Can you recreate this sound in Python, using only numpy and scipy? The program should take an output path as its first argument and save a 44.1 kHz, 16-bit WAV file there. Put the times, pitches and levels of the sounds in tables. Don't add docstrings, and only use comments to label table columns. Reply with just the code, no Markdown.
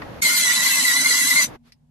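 import sys
import numpy as np
from scipy import signal
from scipy.fft import rfft, irfft
from scipy.io import wavfile
from scipy.ndimage import uniform_filter1d

SR = 44100
rng = np.random.default_rng(int(sys.argv[2]) if len(sys.argv) > 2 else 0)


def wav_record(signal):
    frames = np.transpose(np.atleast_2d(signal))
    bounded = np.clip(frames, -1, 1)
    quanta = np.round(bounded * 32767).astype(np.int16)
    wavfile.write(sys.argv[1], SR, quanta)


N = 83790
TIME_S = np.arange(N) / SR
FREQ_HZ = np.maximum(np.arange(N // 2 + 1) * SR / N, 1)

# time_s, tooth_rate_hz, level_db
WHINE_TRACK = [(0.22, 2177, -20.5), (0.27, 2058, -19), (0.359, 2120, -26), (0.369, 2052, -27),
               (0.447, 2046, -26.5), (0.467, 1960, -19), (0.516, 1946, -15), (0.534, 2037, -35.5),
               (0.606, 1940, -17), (0.654, 2069, -25.5), (0.666, 1990, -15), (0.687, 2044, -31),
               (0.717, 1963, -20.5), (0.73, 2079, -25), (0.791, 2014, -24), (0.812, 1916, -26),
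               (0.837, 2084, -51.5), (0.848, 2018, -18), (0.915, 1905, -19.5), (0.926, 1967, -22.5),
               (0.993, 2056, -20), (1.017, 1971, -24), (1.042, 2071, -28), (1.066, 2111, -13),
               (1.096, 2064, -44.5), (1.112, 1926, -18), (1.156, 2054, -23.5), (1.198, 2030, -24),
               (1.214, 1960, -20.5), (1.302, 2067, -27), (1.313, 1955, -12.5), (1.349, 2056, -33),
               (1.361, 2091, -16.5), (1.397, 2093, -16), (1.412, 1966, -19.5), (1.442, 2041, -29.5)]
# harmonic, gain_db
WHINE_OVERTONES = [(2, -4), (3, -19.5), (4, -10.5), (5, -18.5), (6, -19)]
# freq_hz, density_db
RASP_SPECTRUM = [(450, -40.5), (750, -16.5), (900, -9.5), (1250, -22), (1700, -3), (2150, -0.5),
                 (2350, -13.5), (2600, -3), (3200, 1), (4200, 1.5), (5000, -3), (5500, -2), (6000, 2.5),
                 (7200, 2.5), (8200, -0.5), (9250, -2.5), (10200, 2), (11300, -1), (12250, 0), (13000, -15)]
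# time_s, level_db
RASP_ENVELOPE = [(0.23, -25.5), (0.246, -22), (0.364, -24.5), (0.378, -20.5), (0.526, -24.5), (0.572, -20),
                 (0.59, -23.5), (0.654, -21), (1.014, -22.5), (1.034, -25), (1.098, -20.5), (1.44, -23)]
# freq_hz, width_hz, level_db
SHELL_MODES = [(185, 72, -45.5), (268.6, 44.5, -44), (608.6, 40, -49), (1033, 213, -37.5),
               (1411, 120, -38.5), (2127, 380, -35.5), (4775, 65, -33.5), (5230, 76, -36.5),
               (6040, 280, -34), (5810, 170, -48), (6480, 170, -40.5), (8013, 93, -31.5), (9950, 340, -37),
               (12950, 200, -39)]
# start_s, level_db
THUMPS = [(.225, -40), (.29, -48), (.44, -47), (1.1, -40)]
# freq_hz, density_db
BRUSH_SPECTRUM = [(200, 13.5), (500, 7), (1200, 7), (2500, 3), (4500, 2), (8000, -10), (13000, -8)]
# start_s, level_db, decay_s, tilt_db_per_octave
TICKS = [(.019, -27.5, 0.0093, -13), (1.721, -45.5, 0.0089, 6.5)]
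# freq_hz, width_hz, gain_db
TICK_MODES = [(1236, 430, -5), (1900, 200, 1), (2500, 540, -1.5), (4170, 1200, -6.5), (5000, 440, -3),
              (5760, 500, -17), (9300, 4200, -26)]
# start_s, stop_s, level_db
RUSHES = [(-.05, 0.205, -37), (1.463, 1.559, -39.5)]
# freq_hz, density_db
RUSH_SPECTRUM = [(18, -47), (30, -4.5), (141, 0.5), (207, -6), (303, 0), (371, -8.5), (503, -4.5),
                 (756, -9), (1890, -17), (2490, -22.5), (6890, -36.5), (7430, -45), (13000, -36.5)]
# pitch_hz, level_db
HUM_TONES = [(54, -81), (150, -72.5), (237, -66)]
# freq_hz, density_db
FLOOR_SPECTRUM = [(18, -24.5), (30, -16), (87, -12), (110, -15), (149, -5.5), (197, -28), (241, -2),
                  (295, -35), (880, -33), (1160, -45), (13000, -55.5)]

START_S, ATTACK_S, STOP_S = 0.2125, 0.010, 1.4426


def sharpener():
    time_s, tooth_rate_hz, _ = np.array(WHINE_TRACK).T
    jitter = 1 + 0.011 * wander(rate_hz=230)
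    tooth_rad = 2 * np.pi * np.cumsum(np.interp(TIME_S, time_s, tooth_rate_hz) * jitter) / SR
    bite = stereo_noise(resonance(6740, width_hz=900)) * undb(-24.5)
    bite *= burst(start_s=0.218, attack_s=0.0034, decay_s=0.05)
    running = gear_whine(tooth_rad) + blade_rasp(tooth_rad) + shell_ring()
    return running * gate(START_S, ATTACK_S, STOP_S, release_s=0.013) + bite


def gear_whine(tooth_rad):
    time_s, _, level_db = np.array(WHINE_TRACK).T
    stereo_rad = np.array([tooth_rad, tooth_rad])
    flutter_db = 1.5 * np.array([wander(rate_hz=292), wander(rate_hz=260)])
    tone = desk_reflections(np.sin(stereo_rad) * undb(flutter_db))
    tone /= np.sqrt(uniform_filter1d(np.mean(tone ** 2, axis=0), size=600) + 1e-9)
    spurts_db = 2 * wander(rate_hz=50)
    tone *= undb(np.interp(TIME_S, time_s, level_db) + spurts_db)
    overtones = 0
    for harmonic, gain_db in WHINE_OVERTONES:
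        smear_rad = 0.56 * wander(rate_hz=111)
        partial = np.sin(harmonic * stereo_rad + smear_rad) * undb(4.5 * wander(rate_hz=150))
        overtones += undb(gain_db) * desk_reflections(partial)
    first_cut_db = np.exp(-(np.maximum(TIME_S - START_S, 0) / 0.26) ** 2)
    overtones *= undb(level_db.mean() + first_cut_db)
    return (tone + overtones) * undb(-0.5) * gate(START_S, ATTACK_S, STOP_S, release_s=0.017)


def blade_rasp(tooth_rad):
    patch_db, patch_width_hz, patch_rate_hz = 5.5, 140, 13
    tooth_push = 1 + 0.39 * np.cos(tooth_rad)
    chips = rng.standard_normal((2, N)) * tooth_push * undb(0.65 * wander(rate_hz=250))
    band_hz, frame_s, bands = signal.stft(chips, SR, nperseg=1024)
    across_bands = np.fft.fftfreq(len(band_hz), band_hz[1])[:, None] * patch_width_hz
    along_time = np.fft.fftfreq(len(frame_s), frame_s[1]) / patch_rate_hz
    blur = np.exp(-across_bands ** 2 - along_time ** 2)
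    patches = np.fft.ifft2(np.fft.fft2(rng.standard_normal(bands.shape[1:])) * blur).real
    chips = signal.istft(bands * undb(patch_db * patches / patches.std()), SR)[1][:, :N]
    time_s, level_db = np.array(RASP_ENVELOPE).T
    return filtered(chips, colour(RASP_SPECTRUM)) * undb(np.interp(TIME_S, time_s, level_db) + 2)


def shell_ring():
    thumps = sum(undb(level_db) * burst(start_s, attack_s=0.0035, decay_s=0.034)
                 for start_s, level_db in THUMPS)
    out = stereo_noise(resonance(440, width_hz=95)) * thumps
    for freq_hz, width_hz, level_db in SHELL_MODES:
        pan_db = np.array([[-2.5], [2.5]]) / (1 + (freq_hz / 700) ** 2)
        mode = stereo_noise(resonance(freq_hz, width_hz))
        swell_db = 3.5 * wander(rate_hz=18)
        out += unit_rms(mode * undb(swell_db)) * undb(level_db + pan_db)
    return out


def desk_reflections(direct, t60_s=0.06, wet_db=4):
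    delay_s = TIME_S[:SR // 8]
    cloud = rng.standard_normal((2, len(delay_s))) * np.exp(-np.log(1000) * delay_s / t60_s)
    cloud *= undb(wet_db) / np.sqrt(np.sum(cloud ** 2, axis=1, keepdims=True))
    return unit_rms(direct + signal.fftconvolve(direct, cloud, axes=1)[:, :N])


def pencil_handling(brush_peak_s=1.68, brush_width_s=0.023):
    swell = np.exp(-((TIME_S - brush_peak_s) / brush_width_s) ** 2 / 2)
    out = stereo_noise(colour(BRUSH_SPECTRUM)) * undb(-58) * swell
    modes = sum(undb(gain_db) * resonance(freq_hz, width_hz) for freq_hz, width_hz, gain_db in TICK_MODES)
    for start_s, level_db, decay_s, tilt_db_per_octave in TICKS:
        ring = stereo_noise(modes * undb(tilt_db_per_octave * np.log2(FREQ_HZ)))
        out += ring * undb(level_db) * burst(start_s, 0.00017, decay_s)
    return out


def room(fade_s=0.006):
    envelope = sum(undb(level_db) * gate(start_s, fade_s, stop_s, fade_s)
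                   for start_s, stop_s, level_db in RUSHES)
    rush = stereo_noise(colour(RUSH_SPECTRUM)) * envelope
    hum = sum(undb(level_db) * np.sqrt(2) * np.sin(2 * np.pi * (pitch_hz * TIME_S + rng.random()))
              for pitch_hz, level_db in HUM_TONES)
    return rush + hum + stereo_noise(colour(FLOOR_SPECTRUM)) * undb(-59)


def undb(db):
    return 10 ** (np.asarray(db) / 20)


def unit_rms(x):
    return x / np.sqrt(np.mean(x ** 2, axis=-1, keepdims=True))


def filtered(x, response):
    return unit_rms(irfft(rfft(x) * response, N))


def colour(spectrum):
    freq_hz, density_db = np.array(spectrum).T
    return undb(np.interp(np.log(FREQ_HZ), np.log(freq_hz), density_db))


def resonance(freq_hz, width_hz):
    detuning = (FREQ_HZ / freq_hz - freq_hz / FREQ_HZ) * freq_hz / width_hz / 2
    return 1 / (1 + detuning ** 2) ** 2


def wander(rate_hz):
    return filtered(rng.standard_normal(N), np.exp(-(FREQ_HZ / rate_hz) ** 2))


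def stereo_noise(response, mono_below_hz=170):
    mid, side = rfft(rng.standard_normal((2, N)))
    spread = FREQ_HZ / (FREQ_HZ + mono_below_hz) * np.array([[1], [-1]])
    return unit_rms(irfft(response * (mid + side * spread), N))


def gate(start_s, attack_s, stop_s, release_s):
    rise = np.clip((TIME_S - start_s) / attack_s, 0, 1) ** 2
    return rise * np.exp(-np.maximum(TIME_S - stop_s, 0) / release_s)


def burst(start_s, attack_s, decay_s):
    return gate(start_s, attack_s, start_s, decay_s)


def scene():
    return sharpener() + pencil_handling() + room()


def record(dry, ceiling=0.65, cutoff_hz=13100):
    rounded = dry / (1 + (dry / ceiling) ** 4) ** 0.25
    return signal.sosfilt(signal.ellip(10, 0.2, 90, cutoff_hz, fs=SR, output="sos"), rounded)


dry = scene()
out = record(dry)
wav_record(out)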